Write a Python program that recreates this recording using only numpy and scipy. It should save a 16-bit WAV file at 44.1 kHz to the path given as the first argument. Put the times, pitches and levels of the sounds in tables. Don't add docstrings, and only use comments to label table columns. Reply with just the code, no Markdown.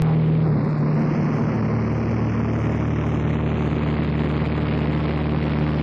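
import sys
import numpy as np
from scipy import signal
from scipy.fft import rfft, irfft
from scipy.io import wavfile
from scipy.ndimage import uniform_filter1d

SR = 44100
rng = np.random.default_rng(int(sys.argv[2]) if len(sys.argv) > 2 else 0)


def store_wav(level_fs):
    pcm = np.round(np.clip(np.atleast_2d(level_fs), -1, 1) * 32767)
    wavfile.write(sys.argv[1], SR, pcm.T.astype(np.int16))


def decibels_to_gain(level_db):
    exponent = np.asarray(level_db, float) / 20
    return 10 ** exponent


N = 256662

# time in seconds, turns in Hz.
SHAFT_SPEED = [(0, 39.4), (.47, 39.4), (.49, 37.68), (5.82, 37.68)]
# order of the shaft, gain up to the pressure at the microphone in dB.
BOOM_ORDERS = [(2, 16.5), (3, 10.5), (4, 8)]
# order of the shaft, peak level in dB.
FAINT_ORDERS = [(1, -40.5), (1.5, -22.5), (5, -44.5), (6, -23)]
# order of the shaft, level against order 2 in dB.
SWELLING_OVERTONES = [(8, -17.5), (9, -23), (10, -32)]
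# time in seconds, share of the way from 0 to 1.
MICROPHONE_WALK = [(.49, 0.17), (1.0, 0.13), (1.8, 0.45), (2.5, 0.53), (3.0, 0.74), (3.5, 0.87), (4.4, 0.9),
                   (5.82, 0.95)]
# level at a crest in dB, half waves from a crest at the
STANDING_WAVES = [(-25, 0.077, 0.54, 0.042), (-26, -0.44, 1.04, -.1), (-22, -0.011, 1, -0.3)]
FIRST_SEAT_LEVELS = [-34, -29, -18.5]
# frequency in Hz, density in dB per Hz.
ROAR_SPECTRUM = [(20, 2.5), (50, -1.5), (100, -4.5), (200, 0.5), (330, -6), (520, -12), (750, -18),
                 (1100, -15.5), (1500, -23.5), (2200, -19.5), (3000, -25.5), (4500, -29), (7000, -29.5),
                 (15000, -57.5)]
# time in seconds, level in dB, panel resonance in Hz.
TRIM_BUZZ = [
    (.09, -27.5, 793),
]
# time in seconds, first notch in Hz.
HEAD_NOTCH = [(.431, 3060), (.85, 3180), (1.18, 3780), (1.75, 3520), (2.9, 4180), (3.95, 5700),
              (5.82, 6400)]
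# time in seconds, peak level in dB.
SPLICE_CLICK = [
    (0.021, -23),
]

SEAT_CHANGE_S, SEAT_BLEND_S = 0.58, 0.013
FIRST_FAINT_DB = -3
FIRST_ROAR_DB, ROAR_DB, ROAR_GAIN_DB = -24.5, -19, 2.5
RUMBLE_GAIN_DB, RUMBLE_HZ = -6, 330
EXHAUST_LEAD_RAD = 0.9
FIRST_NOTCH_HZ = 6240
OVERLOAD = 0.2


def engine(shaft_hz, booms, faint_db, spread_rad=0.019, waver_db=0.4):
    turn = 2 * np.pi * np.cumsum(shaft_hz) / SR
    orders = [(k, decibels_to_gain(gain_db) * boom) for (k, gain_db), boom in zip(BOOM_ORDERS, booms)]
    second_order = np.abs(orders[0][1])
    orders += [(k, decibels_to_gain(db + faint_db)) for k, db in FAINT_ORDERS]
    orders += [(k, decibels_to_gain(db) * second_order) for k, db in SWELLING_OVERTONES]
    total = np.zeros(N)
    for k, size in orders:
        phase = k * turn - spread_rad * k ** 3 + EXHAUST_LEAD_RAD * (k == 3)
        total += decibels_to_gain(waver_db * drift(1.0)) * np.real(size * np.exp(1j * phase))
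    return total


def cabin(place, second):
    booms = []
    for (crest_db, end, crossed, left), first_db in zip(STANDING_WAVES, FIRST_SEAT_LEVELS):
        angle = np.pi * (end + crossed * (1 - place))
        wave = np.cos(angle) + 1j * left * np.sin(angle)
        booms.append((1 - second) * decibels_to_gain(first_db) + second * decibels_to_gain(crest_db) * wave)
    return booms


def slipstream(roar_db, rumble_db):
    roar = coloured(ROAR_SPECTRUM)
    rumble = butter(roar, order=1, hz=RUMBLE_HZ, kind="low")
    gusts_db = 0.5 * drift(3.0)
    return decibels_to_gain(roar_db + gusts_db) * (roar + (decibels_to_gain(rumble_db) - 1) * rumble)


def rattle(length_s=0.07, width=0.064):
    t, noise = np.arange(N) / SR, rng.standard_normal(N)
    total = np.zeros(N)
    for s, db, hz in TRIM_BUZZ:
        buzz = rms_one(butter(noise, order=1, hz=[hz * (1 - width), hz * (1 + width)], kind="band"))
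        total += decibels_to_gain(db) * np.exp(-((t - s) / length_s) ** 2) * buzz
    return total


def scene():
    t = np.arange(N) / SR
    place, = in_time(MICROPHONE_WALK)
    shaft_hz, = in_time(SHAFT_SPEED)
    second = np.clip((t - SEAT_CHANGE_S) / SEAT_BLEND_S / 2 + 0.5, 0, 1)
    roar_db = np.where(at_first_seat(), FIRST_ROAR_DB, ROAR_DB + ROAR_GAIN_DB * place)
    motor = engine(shaft_hz, cabin(place, second), FIRST_FAINT_DB * (1 - second))
    air = slipstream(roar_db, RUMBLE_GAIN_DB * (place - 0.3))
    return np.tile(motor + air + rattle(), (2, 1))


def rms_one(x):
    return x / np.sqrt(np.mean(x ** 2) + 1e-20)


def in_time(rows):
    s, *columns = np.transpose(rows)
    return [np.interp(np.arange(N) / SR, s, c) for c in columns]


def at_first_seat():
    return np.arange(N) < HEAD_NOTCH[0][0] * SR


def drift(rate_hz):
    r = np.exp(-2 * np.pi * rate_hz / SR)
    return rms_one(signal.lfilter([1], [1, -2 * r, r * r], rng.standard_normal(N + SR))[SR:])


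def coloured(spectrum):
    hz, db = np.transpose(spectrum)
    grid = np.maximum(np.fft.rfftfreq(N, 1 / SR), 1)
    gain = decibels_to_gain(np.interp(np.log(grid), np.log(hz), db))
    return rms_one(irfft(rfft(rng.standard_normal(N)) * gain, N))


def butter(x, order, hz, kind):
    return signal.sosfilt(signal.butter(order, hz, kind, fs=SR, output="sos"), x)


def overload(x):
    over = x / OVERLOAD
    return OVERLOAD * over / (1 + np.abs(over) ** 6.97) ** (1 / 7.86)


def low_cut(x, hz=113, q=1.25, pole_hz=140):
    w = 2 * np.pi * hz
    peaky = signal.lfilter(*signal.bilinear([1, 0, 0], [1, w / q, w * w], SR), x)
    return butter(peaky, order=1, hz=pole_hz, kind="high")


def tilted_head(x):
    at, total = np.arange(N), np.cumsum(x)
    wandering_hz = in_time(HEAD_NOTCH)[0] * (1 + 0.012 * drift(5.0))
    half = SR / np.where(at_first_seat(), FIRST_NOTCH_HZ, wandering_hz) / 2
    return (np.interp(at + half, at, total) - np.interp(at - half, at, total)) / (2 * half)


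def transfer(x, lean_db=-21.5, grit_db=-26.5, air_db=-13):
    upper = x
    for _ in range(2):
        upper = butter(upper, order=3, hz=650, kind="high")[::-1]
    grit = decibels_to_gain(grit_db) * upper + decibels_to_gain(air_db) * butter(x, order=2, hz=4500, kind="high")
    side = grit * drift(60) - decibels_to_gain(lean_db) * butter(upper, order=1, hz=4000, kind="low")
    return np.array([x + side, x - side])


def line_noise():
    shared, own = butter(rng.standard_normal((2, N)), order=1, hz=[2500, 11500], kind="band")
    return decibels_to_gain(-58.3) * (shared + 0.45 * own * [[1], [-1]])


def treble_gate(x, step_db=-80, spare_db=3.6, band_db=-6, whim_db=1.5):
    window = np.sin(np.pi * (np.arange(2048) + 0.5) / 2048)
    padded = np.pad(x, [(0, 0), (0, 4096)], "reflect")
    hz, s, lines = signal.stft(padded, SR, window, 2048, 1024, boundary="even")
    index = np.arange(len(hz))
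    spare = np.minimum(rng.exponential(1, len(s)), 2.2)
    whim = rng.standard_normal((65, len(s)))[index // 16]
    step = decibels_to_gain(step_db - spare_db * spare + whim_db * whim)
    step = step * decibels_to_gain(np.clip((hz[:, None] - 5900) / 400, -4, 0))
    power = uniform_filter1d(np.abs(lines) ** 2, size=16, axis=1)
    band = np.sqrt(power)[:, np.minimum(index // 16 * 16 + 8, 1024)]
    kept = (np.abs(lines) > step) & (band > step * decibels_to_gain(band_db)) | (hz[:, None] < 2500)
    return signal.istft(lines * kept, SR, window, 2048, 1024)[1][:, :N]


def splice(x):
    for s, peak_db in SPLICE_CLICK:
        start = round(s * SR)
        x[:, start:] += decibels_to_gain(peak_db + 10.5) * np.exp(-np.arange(N - start) / (0.0021 * SR))
    return x


def top_cut(x):
    return signal.sosfilt(signal.butter(12, 14300, fs=SR, output="sos"), x)


def record(dry):
    hiss = decibels_to_gain(-43.5) * butter(rng.standard_normal(N), order=1, hz=3500, kind="high")
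    tape = tilted_head(low_cut(overload(dry[0])) + hiss)
    tape = decibels_to_gain(-1.5) * butter(tape, order=6, hz=6420, kind="low")
    out = treble_gate(transfer(tape) + line_noise())
    return top_cut(splice(out))


dry = scene()
out = record(dry)
store_wav(out)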